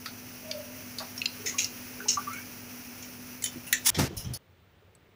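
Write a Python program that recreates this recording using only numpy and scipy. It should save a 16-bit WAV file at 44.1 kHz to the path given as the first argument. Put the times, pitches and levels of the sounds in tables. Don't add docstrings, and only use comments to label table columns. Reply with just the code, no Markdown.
import sys
import numpy as np
from scipy import signal
from scipy.fft import rfft, irfft
from scipy.io import wavfile
from scipy.ndimage import uniform_filter1d

SR = 44100
rng = np.random.default_rng(int(sys.argv[2]) if len(sys.argv) > 2 else 0)


def materialize(psi):
    bounded = np.clip(np.atleast_2d(psi).T, -1, 1)
    quanta = np.round(bounded * 32767).astype(np.int16)
    wavfile.write(sys.argv[1], SR, quanta)


N = 227335
TIME = np.arange(N) / SR

# (first [s], second [s])
CUTS = (3.903, 4.375)
# (frequency [Hz], relative density [dB per Hz])
KITCHEN_COLOUR = [(15, -85.5), (25, -16.5), (64, -17), (102, -4), (172, -12), (217, -11.5), (245, -3.5),
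                  (278, -9), (324, -13), (1000, -20), (1300, -56.5), (2200, -120)]
BETWEEN_COLOUR = [(25, -15), (80, 8), (200, -10), (420, -11), (800, -14.5), (2000, -19.5), (3300, -18.5),
                  (4300, -27.5), (6000, -23.5), (8200, -34.5), (11000, -36), (13500, -36.5), (15200, -24)]
QUIET_COLOUR = [(25, -32), (55, -14), (88, 0), (115, -6), (145, -8.5), (250, -15.5), (450, -14),
                (750, -21.5), (2200, -23.5), (3600, -27.5), (5000, -35.5), (10500, -45.5), (13600, -48),
                (15300, -28)]
KITCHEN_DB, BETWEEN_DB, QUIET_DB = -51.5, -46, -60.5
# (frequency [Hz], rms level [dB])
HUM_LINES = [(101, -60.5), (201, -65), (247.6, -50.5)]
# (frequency [Hz], time to fall 60 dB [s])
ROOM_DECAY = [(100, 0.41), (1000, 0.095), (4000, 0.31), (8000, 0.055), (15000, 0.035)]

# (peak time [s], peak level [dB])
HOOT_SWELLS = [(.505, -47.5), (.585, -40), (.79, -54.5)]
HOOT_HZ, HOOT_RISE_DB_PER_S, HOOT_FALL_DB_PER_S = 606, 156, 167

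# (time [s], strength [dB])
POUR_STRENGTH = [(0, -16), (.9, -5), (1.05, -4), (1.5, -0.5), (1.8, -2.5), (2.05, -0.5), (2.33, -0.5),
                 (2.5, -7.5), (3.9, -15)]
# (frequency [Hz], relative density [dB per Hz])
FIZZ_COLOUR = [(700, -25.5), (1000, -6.5), (1400, -1.5), (1800, -3.5), (2600, 0.5), (3600, -11), (4700, -6),
               (5900, 1), (7800, -16), (10000, -6.5), (13700, -8.5), (15000, 2), (15500, 2)]
FIZZ_DB, FIZZ_FOLLOWS = -40, 0.2

# (time [s], level [dB], mid-bump pitch [Hz], length [s])
BUMPS = [(3.551, -37, 245.5, .04), (3.958, -18, 146.7, .11), (4.093, -36.5, 321.4, .06),
         (4.15, -31, 85.7, .058), (4.234, -26, 125.7, 0.12)]
# (multiple of its pitch, level [dB])
BUMP_PARTIALS = [(.6, -5), (1, -2), (1.35, -9), (2.3, -18)]
BUMP_SAG = .26
# (frequency [Hz], relative density [dB per Hz])
SCUFF_COLOUR = [(150, -30.5), (250, 1.5), (359, 0), (474, -3.5), (837, -6.5), (1010, -11), (2020, -9.5),
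                (3220, -17), (5790, -12), (8040, -19.5), (15500, -22.5)]
TOUCH_S, PUSH_S, RELEASE_S = 3.945, 3.989, 4.08
TOUCH_DB, PUSH_DB, PUSH_RISE_DB_PER_S, PUSH_FALL_DB_PER_S = -41.5, -24, 3000, 233

# (time [s], pitch at peak [Hz], level [dB], decay time [s], pitch rise [Hz per s])
GULPS = [(1.391, 419, -43.5, .021, 400), (1.541, 1090, -42, 0.0036, 2000),
         (2.0038, 1496, -39.5, .002, 3000), (2.01, 408, -42.5, .016, 400), (2.058, 870, -43, 0.0037, 1500),
         (2.171, 1160, -28, .004, 2000), (2.176, 817, -43, 0.0061, 1500), (2.191, 1452, -43, .011, 2400),
         (2.27, 1163, -33.5, 0.005, 2700), (2.287, 1338, -37, 0.029, 3850), (2.315, 2204, -38, .03, 1760)]
SPRAY_DB = -8
GURGLE, GURGLE_HZ = 0.59, 70
SPLASH_S, SPLASH_DB, SPLASH_RISE_DB_PER_S, SPLASH_FALL_DB_PER_S = 1.004, -39.5, 4000, 330
TRICKLE_DB = -59

# (time [s], level of high ring [dB], low ring [Hz], high ring [Hz],
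# low ring re high [dB], sheen re high [dB], crumpling [0-1])
SNAPS = [(0.059, -36.5, 1375, 4700, 0, -4.5, 0.3), (0.513, -31.5, 2770, 5010, -7, -14, .05),
         (0.985, -32, 1990, 4530, -28, -6, 0.3), (1.178, -35, 2670, 5500, -23, -4, .2),
         (1.217, -37, 2590, 3820, 8, -15.5, .05), (1.257, -25, 2740, 4560, -4, -20.5, 0),
         (1.459, -25, 2150, 6130, -6.5, -9, .88), (1.583, -21, 2690, 6050, -6, -9.5, 0.86),
         (1.644, -27.5, 2800, 5630, -14, -9, 0.09), (2.084, -17, 2800, 5920, -15, -18.5, 0.74),
         (2.332, -44, 2340, 6350, 2, 5, 0.43), (3.025, -41, 2250, 6050, -7.5, -18, 0.54),
         (3.423, -36, 2130, 7060, -10, 0, 0.25), (3.44, -28.5, 2980, 6400, -6.5, 6, 0.24),
         (3.459, -33, 3030, 6100, -2, -14, .4), (3.667, -50.5, 2650, 5930, 7, 16.5, 0.83),
         (3.7276, -25.5, 1980, 6330, 4, 8.5, 0.06), (3.7303, -25.5, 1894, 6300, -1.5, -20, 0.57),
         (3.946, -33.5, 3300, 5700, 1, -24, 0.72), (4.166, -35, 2820, 5500, -13, 8, 0.98),
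         (4.245, -43.5, 2960, 5770, -6, -6, 0.62), (4.336, -36, 2900, 5320, -21, 7, 0.68),
         (4.951, -61, 3240, 7000, -12.5, 3, .02)]
# (frequency [Hz], relative density [dB per Hz])
SHEEN_COLOUR = [(5500, -33.5), (7500, -15), (8400, -10.5), (9800, 3), (11500, 1), (13500, -7), (15000, 2),
                (15600, 6.5)]
CRACK_RISE_S, CRACK_S, CRUMPLED_CRACK_S = .0008, .0014, .006
CREASE_RISE_S, CREASE_T60_S, CRUMPLE_T60_S, CREASES_PER_S = .0069, 0.081, 0.14, 3500
REFLECTION_DELAY_S, REFLECTION_GAIN = .0007, 0.32
# (peak time [s], peak level [dB])
SQUEEZES = [(3.868, -12.5), (3.895, -14.5)]
SQUEEZE_RISE_DB_PER_S, SQUEEZE_FALL_DB_PER_S = 1254, 804
# (frequency [Hz], relative density [dB per Hz])
RASP_COLOUR = [(350, -61), (600, -47.5), (766, -18.5), (1560, -20.5), (2340, -15), (3470, -17.5),
               (3920, -13.5), (4200, -20), (4620, -13.5), (5980, -6), (10900, -10), (12300, -19),
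               (15500, -3.5)]
EDGE_HZ = 15560


def amp(db):
    return 10 ** (np.asarray(db) / 20)


def unit(x):
    return x / np.sqrt(np.mean(x ** 2) + 1e-20)


def sized(x, db):
    return amp(db) * x * np.sqrt(.01 * SR / (np.sum(x ** 2) + 1e-20))


def read(points, hz):
    f, value = np.transpose(points)
    return np.interp(np.log(hz + 1), np.log(f + 1), value)


def add(mix, s, sound):
    part = mix[round(s * SR):][:len(sound)]
    part += sound[:len(part)]


def colour(x, points):
    hz = abs(np.fft.fftfreq(4096, 1 / SR))
    log_gain = np.log(amp(read(points, hz)))
    taps = np.fft.ifft(np.exp(np.conj(signal.hilbert(log_gain)))).real
    return signal.fftconvolve(x, taps[:len(taps) // 2])[:len(x)]


def band(x, hz, width, order=2):
    edges = np.clip([hz / (1 + width / 2), hz * (1 + width / 2)], 10, SR / 2 - 10)
    return signal.sosfilt(signal.butter(order, edges, "band", fs=SR, output="sos"), x)


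def drift(rate_hz):
    spectrum = rfft(rng.standard_normal(N))
    lowpass = np.exp(-(np.fft.rfftfreq(N, 1 / SR) / rate_hz) ** 2)
    return unit(irfft(spectrum * lowpass, N))


def clicks(size, per_s, spread_db):
    present = rng.random(size) < per_s / SR
    sign = rng.choice([-1., 1.], size)
    return present * sign * amp(spread_db * np.minimum(rng.exponential(1, size), 4))


def swell(s, db, rise_db_per_s, fall_db_per_s):
    drop_db = np.maximum(rise_db_per_s * (s - TIME), fall_db_per_s * (TIME - s))
    return amp(db - drop_db.clip(0, 200))


def room(x):
    taps = clicks(SR // 2, 4000, 0) * (np.arange(SR // 2) > .004 * SR)
    hz, t, bins = signal.stft(taps, SR, nperseg=256)
    fade = amp(-60 * t / read(ROOM_DECAY, hz)[:, None])
    tail = signal.istft(bins * fade, SR, nperseg=256)[1]
    return signal.fftconvolve(x, tail / np.linalg.norm(tail))[:N]


def air(points, db):
    return amp(db) * unit(colour(rng.standard_normal(N), points))


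def hum():
    out = np.zeros(N)
    for hz, db in HUM_LINES:
        line = np.sin(2 * np.pi * np.cumsum(hz + 1.75 * drift(9.1)) / SR)
        out += amp(db + 0.21 * drift(6.8)) * unit(line)
    return out


def hoot():
    angle = 2 * np.pi * np.cumsum(HOOT_HZ * (1 + 0.023 * drift(56))) / SR
    fuzz = drift(51) * np.sin(angle) + drift(46.5) * np.cos(angle)
    loudness = sum(swell(s, db, HOOT_RISE_DB_PER_S, HOOT_FALL_DB_PER_S) for s, db in HOOT_SWELLS)
    return unit(np.sin(angle) + fuzz / 2) * loudness


def pour_db():
    return np.interp(TIME, *np.transpose(POUR_STRENGTH))


def foam():
    grains = unit(clicks(N, 1900, spread_db=2.0)) * amp(-4.5)
    hiss = rng.standard_normal(N)
    level_db = FIZZ_DB + FIZZ_FOLLOWS * pour_db() + 0.69 * drift(20)
    return unit(colour(grains + hiss, FIZZ_COLOUR)) * amp(level_db)


def scuff():
    touching = 1. * ((TIME > TOUCH_S) & (TIME < RELEASE_S))
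    contact = uniform_filter1d(touching, size=400)
    pressure = amp(TOUCH_DB) + swell(PUSH_S, PUSH_DB, PUSH_RISE_DB_PER_S, PUSH_FALL_DB_PER_S)
    return unit(colour(clicks(N, 7000, 2.3), SCUFF_COLOUR)) * contact * pressure


def thuds():
    out = np.zeros(N)
    for s, db, hz, length in BUMPS:
        progress = np.linspace(0, 1, int(length * SR))
        turns = np.cumsum(hz * (1 + BUMP_SAG * (.5 - progress))) / SR
        sway = sum(amp(part_db) * np.sin(2 * np.pi * multiple * turns) for multiple, part_db in BUMP_PARTIALS)
        rumble = unit(band(rng.standard_normal(SR), hz, 0.86)[-len(progress):])
        shape = signal.windows.tukey(len(progress), .6)
        add(out, s, sized((sway + 0.43 * rumble) * shape, db))
    return out + scuff()


def bubble(hz, decay, rise=0.027):
    age = np.arange(int(8 * decay * SR)) / SR / decay
    pitch = hz * (1 + rise * (age - 1))
    return np.sin(2 * np.pi * np.cumsum(pitch) / SR) * age * np.exp(-age)


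def bubbles(per_s, low_hz, high_hz, cycles):
    pitches = np.geomspace(low_hz, high_hz, num=24) * rng.uniform(.97, 1.03, 24)
    crowd = np.zeros(N)
    for hz in pitches:
        crowd += signal.fftconvolve(clicks(N, per_s, spread_db=3.0), bubble(hz, cycles / hz))[:N]
    return unit(crowd)


def gulp(hz, db, decay, rise_hz_per_s):
    ring = bubble(hz, decay, rise_hz_per_s * decay / hz)
    ring = ring * np.exp(GURGLE * drift(GURGLE_HZ)[:len(ring)])
    envelope = abs(signal.hilbert(ring))
    spray = band(rng.standard_normal(len(ring)) * envelope, hz, 0.37)
    return sized(unit(ring) + amp(SPRAY_DB) * unit(spray), db)


def stream():
    out = np.zeros(N)
    for s, *pocket in GULPS:
        add(out, s, gulp(*pocket))
    splash = bubbles(per_s=150, low_hz=624, high_hz=1840, cycles=4)
    splash *= swell(SPLASH_S, SPLASH_DB, SPLASH_RISE_DB_PER_S, SPLASH_FALL_DB_PER_S)
    trickle = bubbles(per_s=18, low_hz=360.4, high_hz=2800, cycles=3.45) * amp(TRICKLE_DB + pour_db())
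    return out + splash + trickle


def reflect(x, delay, gain):
    return x + gain * np.r_[np.zeros(int(delay * SR)), x][:len(x)]


def panel(x, ring, t60, count=26):
    t = np.arange(SR // 16) / SR
    place, phase, size = rng.random((count, 3)).T[:, :, None]
    hz = 1800 * 7 ** place
    modes = (size * np.sin(2 * np.pi * (hz * t + phase))).sum(0) * amp(-60 * t / t60)
    return unit(x) + ring * unit(signal.fftconvolve(x, modes)[:len(x)])


def snap(db, low_hz, high_hz, low_db, sheen_db, crumple):
    t = np.arange(SR // 4) / SR
    tearing = (1 - np.exp(-t / CRACK_RISE_S)) * np.exp(-t / (CRACK_S + CRUMPLED_CRACK_S * crumple))
    crack = (t == 0) + 0.36 * rng.standard_normal(len(t)) * tearing
    t60 = CREASE_T60_S + CRUMPLE_T60_S * crumple
    creases = clicks(len(t), CREASES_PER_S, spread_db=3.2)
    creases = creases * amp(-60 * t / t60) * (1 - np.exp(-t / CREASE_RISE_S))
    drive = np.sqrt(1 - crumple) * unit(crack) + np.sqrt(crumple) * unit(creases)
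    delay = REFLECTION_DELAY_S * rng.uniform(.5, 1.5)
    drive = reflect(panel(drive, ring=0.53, t60=0.023), delay, REFLECTION_GAIN)
    low = unit(band(band(drive, low_hz, 0.065, order=1), low_hz, 0.56))
    low = low + amp(-2.5) * unit(band(drive, 2420, 0.62))
    high = unit(band(band(drive, high_hz, 0.42, order=1), high_hz, 0.28))
    high = high + amp(-8.0) * unit(band(drive, 5260, 0.64, order=4))
    sheen = colour(drive, SHEEN_COLOUR)
    return sized(high, db) + sized(low, db + low_db) + sized(sheen, db + sheen_db)


def rasp():
    creases = panel(clicks(N, 3700, 1.0), ring=0.62, t60=0.014)
    grip = sum(swell(s, db, SQUEEZE_RISE_DB_PER_S, SQUEEZE_FALL_DB_PER_S) for s, db in SQUEEZES)
    return unit(colour(creases, RASP_COLOUR)) * grip * (TIME < CUTS[0])


def snaps_and_rasp():
    out = np.zeros(N)
    for s, *shape in SNAPS:
        add(out, s, snap(*shape))
    return out + rasp()


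def scene():
    snaps, drink, bumps = snaps_and_rasp(), stream(), thuds()
    first, last = TIME < CUTS[0], TIME >= CUTS[1]
    backgrounds = [(first, air(KITCHEN_COLOUR, KITCHEN_DB) + hum() + foam() + hoot()),
                   (~first & ~last, air(BETWEEN_COLOUR, BETWEEN_DB)),
                   (last, air(QUIET_COLOUR, QUIET_DB))]
    kept = ~last | (TIME > CUTS[1] + .25)
    direct = kept * (snaps + drink + bumps)
    echoing = kept * (amp(-18.0) * snaps + amp(-5.0) * drink + amp(-19.5) * bumps)
    return sum(shot * (floor + direct + room(echoing * shot)) for shot, floor in backgrounds)[None]


def record(dry):
    lowpass = signal.firwin(511, EDGE_HZ, window=("kaiser", 9), fs=SR)
    return signal.oaconvolve(dry, lowpass[None], "same")


dry = scene()
out = record(dry)
materialize(out)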